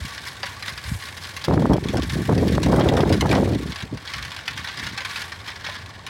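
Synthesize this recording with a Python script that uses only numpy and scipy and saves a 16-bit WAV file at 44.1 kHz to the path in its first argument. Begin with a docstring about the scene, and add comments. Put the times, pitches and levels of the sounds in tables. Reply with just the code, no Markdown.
"""A horse walks a buggy over a gravel yard, first close by, then farther off and duller.
Shoes and wheel rims crack stones over a bed of crunching grit; a few hoof falls knock hollowly
or kick up a fine spray. Faint outdoor air and a low drone sit underneath.
In the middle a run of gusts buffets the microphone and drives the recorder into its limiter."""
import sys
import numpy as np
from scipy import signal
from scipy.fft import rfft, irfft, next_fast_len
from scipy.io import wavfile
from scipy.ndimage import uniform_filter1d, minimum_filter1d

SR = 44100
rng = np.random.default_rng(int(sys.argv[2]) if len(sys.argv) > 2 else 0)


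def transcribe(u):
    """Save the signal u as a 16-bit wav file named by the first command-line argument.

    u: samples, shape (n,) or (channels, n), limited to [-1, 1]; the rate is SR.
    q: integer samples, one column per channel.
    """
    v = np.clip(np.atleast_2d(u).T, -1, 1)
    q = np.round(v * 32767).astype(np.int16)
    wavfile.write(sys.argv[1], SR, q)


N = 268563
TIME = np.arange(N) / SR
BANDWIDTH_HZ = 16050

# Cue levels are relative: the layers trim and shape them.
# grit bed under the rolling wheels: t/s, level/dB
WHEEL_GRIT = [(0, -40.3), (0.36, -41.5), (1.8, -41.5), (2.15, -38), (2.38, -40.5), (2.7, -36.5),
              (3.3, -38.5), (3.54, -40.5), (3.8, -41), (3.88, -48.1), (4.0, -46), (4.1, -36), (4.45, -42),
              (4.52, -37.5), (5.22, -38.5), (5.38, -43), (5.72, -39), (6.0, -46.5)]
# hooves pressing into loose gravel: t/s, hold/s, level/dB
HOOF_SCUFFS = [(0.034, 0.11, -38.5), (0.236, 0.032, -38), (0.436, .06, -37.5), (0.645, 0.055, -35),
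               (0.825, 0.1, -40), (1.027, 0.041, -38), (1.214, 0.085, -40.5), (1.435, .015, -41),
               (2.098, 0.041, -36), (2.635, 0.078, -39), (4.142, 0.098, -38), (4.826, 0.041, -33),
               (5.08, 0.14, -35), (5.46, 0.036, -35), (5.642, 0.087, -35.5)]
# colour of crushed gravel: f/Hz, level/dB
GRAVEL_EQ = [(150, -9.5), (550, -18), (800, -6), (1100, -0.5), (1300, -5), (1550, 0.5), (2100, -0.5),
             (2700, -3.5), (3200, -0.5), (4900, -2.5), (7500, -15), (11200, -18), (13000, -25.5),
             (16000, -26)]
# ring time of a stone: f/Hz, t60/s
STONE_DECAY = [(600, 0.015), (1800, 0.078), (4000, 0.032), (10000, 0.028)]
# how far off the buggy is: t/s, distance/m
BUGGY_DISTANCE = [(0, 9.7), (3.6, 7.6), (4.0, 16.2), (6.09, 22)]
# breeze under the gusts: t/s, level/dB
BREEZE_BED = [(0, -47), (1.4, -48), (1.6, -32), (3.2, -22), (3.8, -51), (6.09, -47)]
# gusts on the microphone: t/s, hold/s, level/dB, top of the rumble f/Hz
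GUST_CUES = [(0.0, 0.043, -30, 80), (0.705, 0.054, -39.5, 90), (0.84, 0.053, -30.5, 75),
             (0.904, 0.029, -23.5, 75), (1.472, 0.12, -17, 680), (1.59, 0.077, -18.5, 600),
             (1.689, 0.066, -10, 850), (1.812, 0.092, -26, 348), (1.926, 0.072, -21.5, 610),
             (1.985, 0.067, -26, 218), (2.116, .1, -23.5, 303), (2.278, 0.052, -16.5, 830),
             (2.334, 0.14, -18.5, 484), (2.489, 0.13, -18.5, 413), (2.64, .07, -15, 640),
             (2.714, 0.096, -13.5, 1070), (2.815, 0.27, -17, 770), (3.093, 0.042, -14.5, 650),
             (3.212, 0.042, -15, 890), (3.269, 0.16, -17.5, 696), (3.434, 0.13, -21, 500),
             (3.573, .13, -29.5, 332), (3.82, 0.016, -29, 450), (3.91, 0.023, -25, 370),
             (4.14, 0.13, -38, 119), (4.493, 0.14, -42, 192), (4.769, .17, -39, 194)]
# colour of a full gust: f/Hz, level/dB
GUST_EQ = [(35, -22), (65, 2.5), (130, 2), (300, -2), (600, -7), (1200, -11.5), (3000, -14)]
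# colour of the far outdoor air: f/Hz, level/dB
AIR_EQ = [(60, -14), (110, 0), (200, 3.5), (450, 6), (1000, 6.5), (4000, -30.5), (8000, -13), (16000, -58)]
# big stones cracking under shoe or rim: t/s, level/dB, brightness/dB
CRACK_CUES = [(0.179, -22, -34), (0.2736, -21, -18), (0.2836, -22.5, -11), (0.4311, -15, -44),
              (0.4697, -24, -25), (0.6247, -20.5, -24), (0.6815, -16.5, -37), (0.693, -21.5, -12),
              (1.0237, -23.5, -22), (1.244, -20.5, -28), (1.366, -19, -14), (1.4412, -15.5, -25),
              (1.4475, -19.5, -11), (1.7344, -12.5, -13), (1.8393, -22, -26), (1.8856, -17.5, -23),
              (1.9703, -17.5, -16), (2.032, -21.5, -16), (2.4808, -22, -23), (2.5227, -23, -15),
              (2.5506, -21, -17), (2.631, -14, -19), (2.762, -17, -8), (2.8099, -12, -46),
              (2.8877, -11.5, -25), (2.9682, -14, -23), (3.0935, -21, -21), (3.1258, -13, -18.5),
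              (3.2091, -11.5, -17), (3.2918, -19, -30), (3.3138, -11.5, -20), (3.3521, -16.5, -30),
              (3.7212, -20.5, -32), (3.759, -21, -28), (3.8038, -23.5, -26), (3.8234, -22.5, -24),
              (4.0757, -19.5, -28), (4.2504, -22, -23), (4.3176, -21, -23), (4.365, -21, -25),
              (4.4793, -11, -30), (4.5764, -18, -23), (4.6448, -20, -24), (4.6871, -19.5, -33),
              (4.7741, -20, -28), (4.796, -19.5, -27), (5.006, -18.5, -26), (5.049, -17, -21),
              (5.1595, -16.5, -31), (5.218, -18.5, -21), (5.3198, -22, -29), (5.665, -19.5, -37),
              (6.0653, -22, -21)]
# hooves landing on firm ground: t/s, level/dB
HOOF_FALLS = [(0.434, -19.5), (.683, -28.5), (1.443, -29), (5.009, -29.5), (5.667, -28), (5.687, -20)]
# resonances of hoof wall and shoe: f/Hz, level/dB, t60/s
HOOF_RING = [(556, 5, 0.047), (726, -29.5, 0.39), (827, 16.5, 0.017), (1070, -6.5, 0.36), (1480, -32, 0.13)]
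# water or sand thrown by a hoof: t/s, hold/s, level/dB
SPRAY_CUES = [(0.85, .1, -46.5), (2.05, 0.051, -49), (5.056, .14, -50.5)]
# single eddies slapping the microphone: t/s, level/dB
BUFFET_CUES = [(1.483, -14.5), (1.511, -9), (1.577, -13.5), (1.656, -5.5), (1.734, -5.5), (1.944, -13.5),
               (2.295, -13), (2.58, -4), (2.731, -6.5), (2.941, -6), (3.036, -6)]


def gain_of(db):
    """Decibels to amplitude."""
    return 10 ** (np.asarray(db) / 20)


def unit_rms(x):
    """Normalises to rms 1."""
    return x / np.sqrt(np.mean(x ** 2) + 1e-20)


def curve_at(points, hz):
    """Reads a curve on a log-frequency axis."""
    f, value = np.transpose(points)
    return np.interp(np.log(hz + 1), np.log(f + 1), value)


def add(mix, s, sound):
    """Drops a sound into the mix at s seconds."""
    part = mix[max(round(s * SR), 0):][:len(sound)]
    part += sound[:len(part)]


def eq(x, points):
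    """Minimum-phase EQ: attacks stay crisp, with no pre-ring."""
    size = 4096
    log_gain = np.log(gain_of(curve_at(points, abs(np.fft.fftfreq(size, 1 / SR)))))
    taps = np.fft.ifft(np.exp(np.conj(signal.hilbert(log_gain)))).real
    return signal.oaconvolve(x, taps[:size // 2])[:len(x)]


def band(x, lo_hz, hi_hz):
    """Gentle band-pass."""
    return signal.sosfilt(signal.butter(2, [lo_hz, hi_hz], "band", fs=SR, output="sos"), x)


def split(x, centres):
    """Crossover: overlapping bands that sum to the whole."""
    size = next_fast_len(len(x))
    spectrum, hz = rfft(x, size), np.fft.rfftfreq(size, 1 / SR)
    shares = [curve_at(np.c_[centres, solo], hz) for solo in np.eye(len(centres))]
    return np.array([irfft(spectrum * share, size)[:len(x)] for share in shares])


def wander(rate_hz):
    """Random modulator of rms 1, rolled off above the rate."""
    size = next_fast_len(N)
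    rolloff = 1 + (np.fft.rfftfreq(size, 1 / SR) / rate_hz) ** 4
    return unit_rms(irfft(rfft(rng.standard_normal(size)) / rolloff, size)[:N])


def swell(start_s, hold_s, attack_s, release_s):
    """Cue envelope: ramps in, then dies away from hold_s after its start."""
    t = TIME - start_s
    return np.clip(t / attack_s, 0, 1) * np.exp(-np.maximum(t - hold_s, 0) / release_s)


def decay(t, t60):
    """Ring-out that loses 60 dB in t60 seconds."""
    return np.exp(-np.log(1000) * t / t60)


def stone(tick, size=2600):
    """One snap: a sharp tick, then the short random ringing of the stones around it."""
    hz, t60 = np.transpose(STONE_DECAY)
    bands = split(rng.standard_normal(size), hz)
    ring = (bands * decay(np.arange(size) / SR, t60[:, None])).sum(0)
    ring /= np.linalg.norm(ring)
    ring[0] += tick
    return ring


def stone_colour(spread_db, count=14):
    """Random EQ curve: each stone's size and shape favour their own pitches."""
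    return np.c_[np.geomspace(700, BANDWIDTH_HZ, count), spread_db * rng.standard_normal(count)]


def dulling_db(s, db_per_m=0.57):
    """Top end lost over the buggy's distance at s seconds."""
    return -db_per_m * np.interp(s, *np.transpose(BUGGY_DISTANCE))


def grit(level_db=0.42, treble_db=-6.5, grains_per_s=2600, spread_db=4, clump_db=3.0, kinds=22):
    """Thousands of small stones snap in clumps under rims and hooves; distance dulls the crunch."""
    sizes = gain_of(spread_db * np.minimum(rng.exponential(1, N), 4)) * rng.choice([-1, 1], N)
    snaps = sizes * (rng.random(N) < grains_per_s / SR) * gain_of(clump_db * wander(rate_hz=81))
    kind = rng.integers(0, kinds, N)
    stones = [unit_rms(eq(stone(tick=0.44), stone_colour(spread_db=5))) for _ in range(kinds)]
    grains = sum(signal.oaconvolve(snaps * (kind == k), one)[:N] for k, one in enumerate(stones))
    crunch = eq(grains, GRAVEL_EQ)
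    crunch /= np.sqrt(uniform_filter1d(crunch ** 2, size=3000))  # level it so the cues set the dynamics
    rolling = gain_of(np.interp(TIME, *np.transpose(WHEEL_GRIT)) + level_db)
    scuffing = sum(gain_of(db) * swell(s, hold, attack_s=0.0027, release_s=0.034)
                   for s, hold, db in HOOF_SCUFFS)
    body = signal.sosfiltfilt(signal.butter(4, 6500, fs=SR, output="sos"), crunch)
    sizzle = gain_of(treble_db + dulling_db(TIME)) * unit_rms(crunch - body)
    return np.hypot(rolling, scuffing) * (unit_rms(body) + sizzle)


def wind(level_db=1, eddy_db=2.0, flutter_octaves=0.33, opening_curve=0.89, breeze_top_hz=159):
    """Gusts rise out of a breeze; each eddy on the microphone lifts the rumble and opens its top."""
    strength = gain_of(np.interp(TIME, *np.transpose(BREEZE_BED)))
    top_hz = breeze_top_hz
    for s, hold, db, hz in GUST_CUES:
        force = swell(s, hold, attack_s=0.016, release_s=0.024)
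        strength = np.maximum(strength, gain_of(db) * force)
        top_hz = top_hz + (hz - top_hz) * force ** opening_curve
    eddies = wander(rate_hz=84)
    cutoff_hz = top_hz * 2 ** (flutter_octaves * eddies)
    centres = np.geomspace(70, 3500, 12)
    rolloff = np.sqrt(1 + (centres[:, None] / cutoff_hz) ** 6)  # a moving low-pass
    pressure = (split(rng.standard_normal(N), centres) / rolloff).sum(0)
    rumble = band(eq(pressure * gain_of(eddy_db * eddies), GUST_EQ), 7.8, 1800)
    rumble /= np.sqrt(uniform_filter1d(rumble ** 2, size=2000) + 1e-20)
    return gain_of(level_db) * strength * rumble


def background(air_db=-48.5, drone_db=-46):
    """Far outdoor air with a faint low drone, as of distant traffic."""
    air = unit_rms(eq(rng.standard_normal(N), AIR_EQ))
    drone = unit_rms(band(rng.standard_normal(N), 82, 104))
    return gain_of(air_db) * air + gain_of(drone_db) * drone


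def crack(level_db, bright_db, chips_per_s=2400, chip_size=0.35, crumble_s=0.0072, hard_db=-21):
    """A stone breaks with one snap and a dying shower of chips."""
    size = 4400
    fade_s = crumble_s / max(1, gain_of(level_db - hard_db))  # a hard blow bursts the stone sooner
    chips = chip_size * rng.uniform(-1.94, 2.04, size) * (rng.random(size) < chips_per_s / SR)
    chips *= np.exp(-np.arange(size) / SR / fade_s)
    chips[0] = 1  # the first snap is the hardest
    snap = eq(signal.fftconvolve(chips, stone(tick=0.56))[:size], GRAVEL_EQ)
    snap = eq(snap, [(4500, 0), (9000, bright_db)])  # high shelf
    snap = eq(snap, stone_colour(spread_db=1.0))
    loudest_rms = np.sqrt(uniform_filter1d(snap ** 2, size=130).max())
    return gain_of(level_db) * snap / loudest_rms


def small_cracks(over_grit_db=7, spread_db=7.5, bright_db=4, count=50):
    """Smaller stones give way at uneven intervals, riding the level of the grit under the rims."""
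    out = np.zeros(N)
    for k, (jitter, weight) in enumerate(rng.random((count, 2))):
        s = (k + jitter) / count * N / SR
        db = np.interp(s, *np.transpose(WHEEL_GRIT)) + over_grit_db + spread_db * (2 * weight - 1)
        add(out, s, crack(db, bright_db + dulling_db(s)))
    return out


def big_cracks(level_db=-7, usual_treble_db=-21, contrast=0.75):
    """Accents: big stones break under shoe or rim, some brighter than others."""
    out = np.zeros(N)
    for s, db, treble_db in CRACK_CUES:
        add(out, s, crack(db + level_db, bright_db=contrast * (treble_db - usual_treble_db)))
    return out


def hooves(level_db=-5, detune=0.048, attack_s=0.0039):
    """A short scuffing blow rings hoof and shoe: a hollow knock, tuned a little differently each time."""
    out, t = np.zeros(N), np.arange(4400) / SR
    for s, peak_db in HOOF_FALLS:
        tunings = 1 + detune * rng.standard_normal(len(HOOF_RING))
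        phases = 2 * np.pi * rng.random(len(HOOF_RING))
        knock = sum(gain_of(db) * decay(t, t60) * np.sin(2 * np.pi * hz * tuning * t + phase)
                    for (hz, db, t60), tuning, phase in zip(HOOF_RING, tunings, phases))
        knock *= 1 - np.exp(-t / attack_s)
        add(out, s, gain_of(peak_db + level_db) * knock / abs(knock).max())
    return out


def sprays(drops_per_s=2500):
    """Fine spray thrown by a hoof patters back onto the ground."""
    drops = rng.standard_normal(N) * (rng.random(N) < drops_per_s / SR)
    envelope = sum(gain_of(db) * swell(s, hold, attack_s=0.03, release_s=0.14)
                   for s, hold, db in SPRAY_CUES)
    return envelope * unit_rms(band(drops, 6000, 12000))


def buffets(level_db=1, fade_s=0.0005):
    """Hard eddies slap the microphone, each a short, dull pop."""
    out, t = np.zeros(N), np.arange(1300) / SR
    for s, peak_db in BUFFET_CUES:
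        slap = rng.standard_normal(len(t)) * np.exp(-t / fade_s)
        pop = band(band(slap, 300, 1100), 62, 1130)
        add(out, s, gain_of(peak_db + level_db) * pop / abs(pop).max())
    return out


def yard(x, wet_db=-11, t60=0.11, echoes_per_s=2000, predelay_s=0.005, size=16000):
    """Walls and parked cars scatter a faint, short midrange tail."""
    t = np.arange(size) / SR
    echoes = rng.standard_normal(size) * (rng.random(size) < echoes_per_s / SR)
    echoes *= (t > predelay_s) * decay(t, t60)
    tail = signal.oaconvolve(band(x, 450, 2940), echoes / np.linalg.norm(echoes))[:N]
    return x + gain_of(wet_db) * tail


def scene():
    """Mono mix: horse and buggy through the yard reverb, wind and background dry."""
    horse_and_buggy = big_cracks() + small_cracks() + hooves() + grit() + sprays()
    return (yard(horse_and_buggy) + wind() + buffets() + background())[None]


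def record(dry, ceiling=0.47, recovery_db_per_s=70, low_cut_hz=46):
    """Low cut, a limiter that catches wind peaks and ducks the gravel with them, then a high cut."""
    heard = signal.sosfilt(signal.butter(4, low_cut_hz, "high", fs=SR, output="sos"), dry)
    over_db = 20 * np.log10(np.maximum(abs(heard[0]) / ceiling, 1))
    recovery_db = recovery_db_per_s * TIME
    reduction_db = np.maximum.accumulate(over_db + recovery_db) - recovery_db
    gain = uniform_filter1d(minimum_filter1d(gain_of(-reduction_db), size=91), size=91)  # 2 ms look-ahead
    high_cut = signal.firwin(511, BANDWIDTH_HZ, window=("kaiser", 9), fs=SR)
    return signal.oaconvolve(heard * gain, high_cut[None], "same")


dry = scene()
out = record(dry)
transcribe(out)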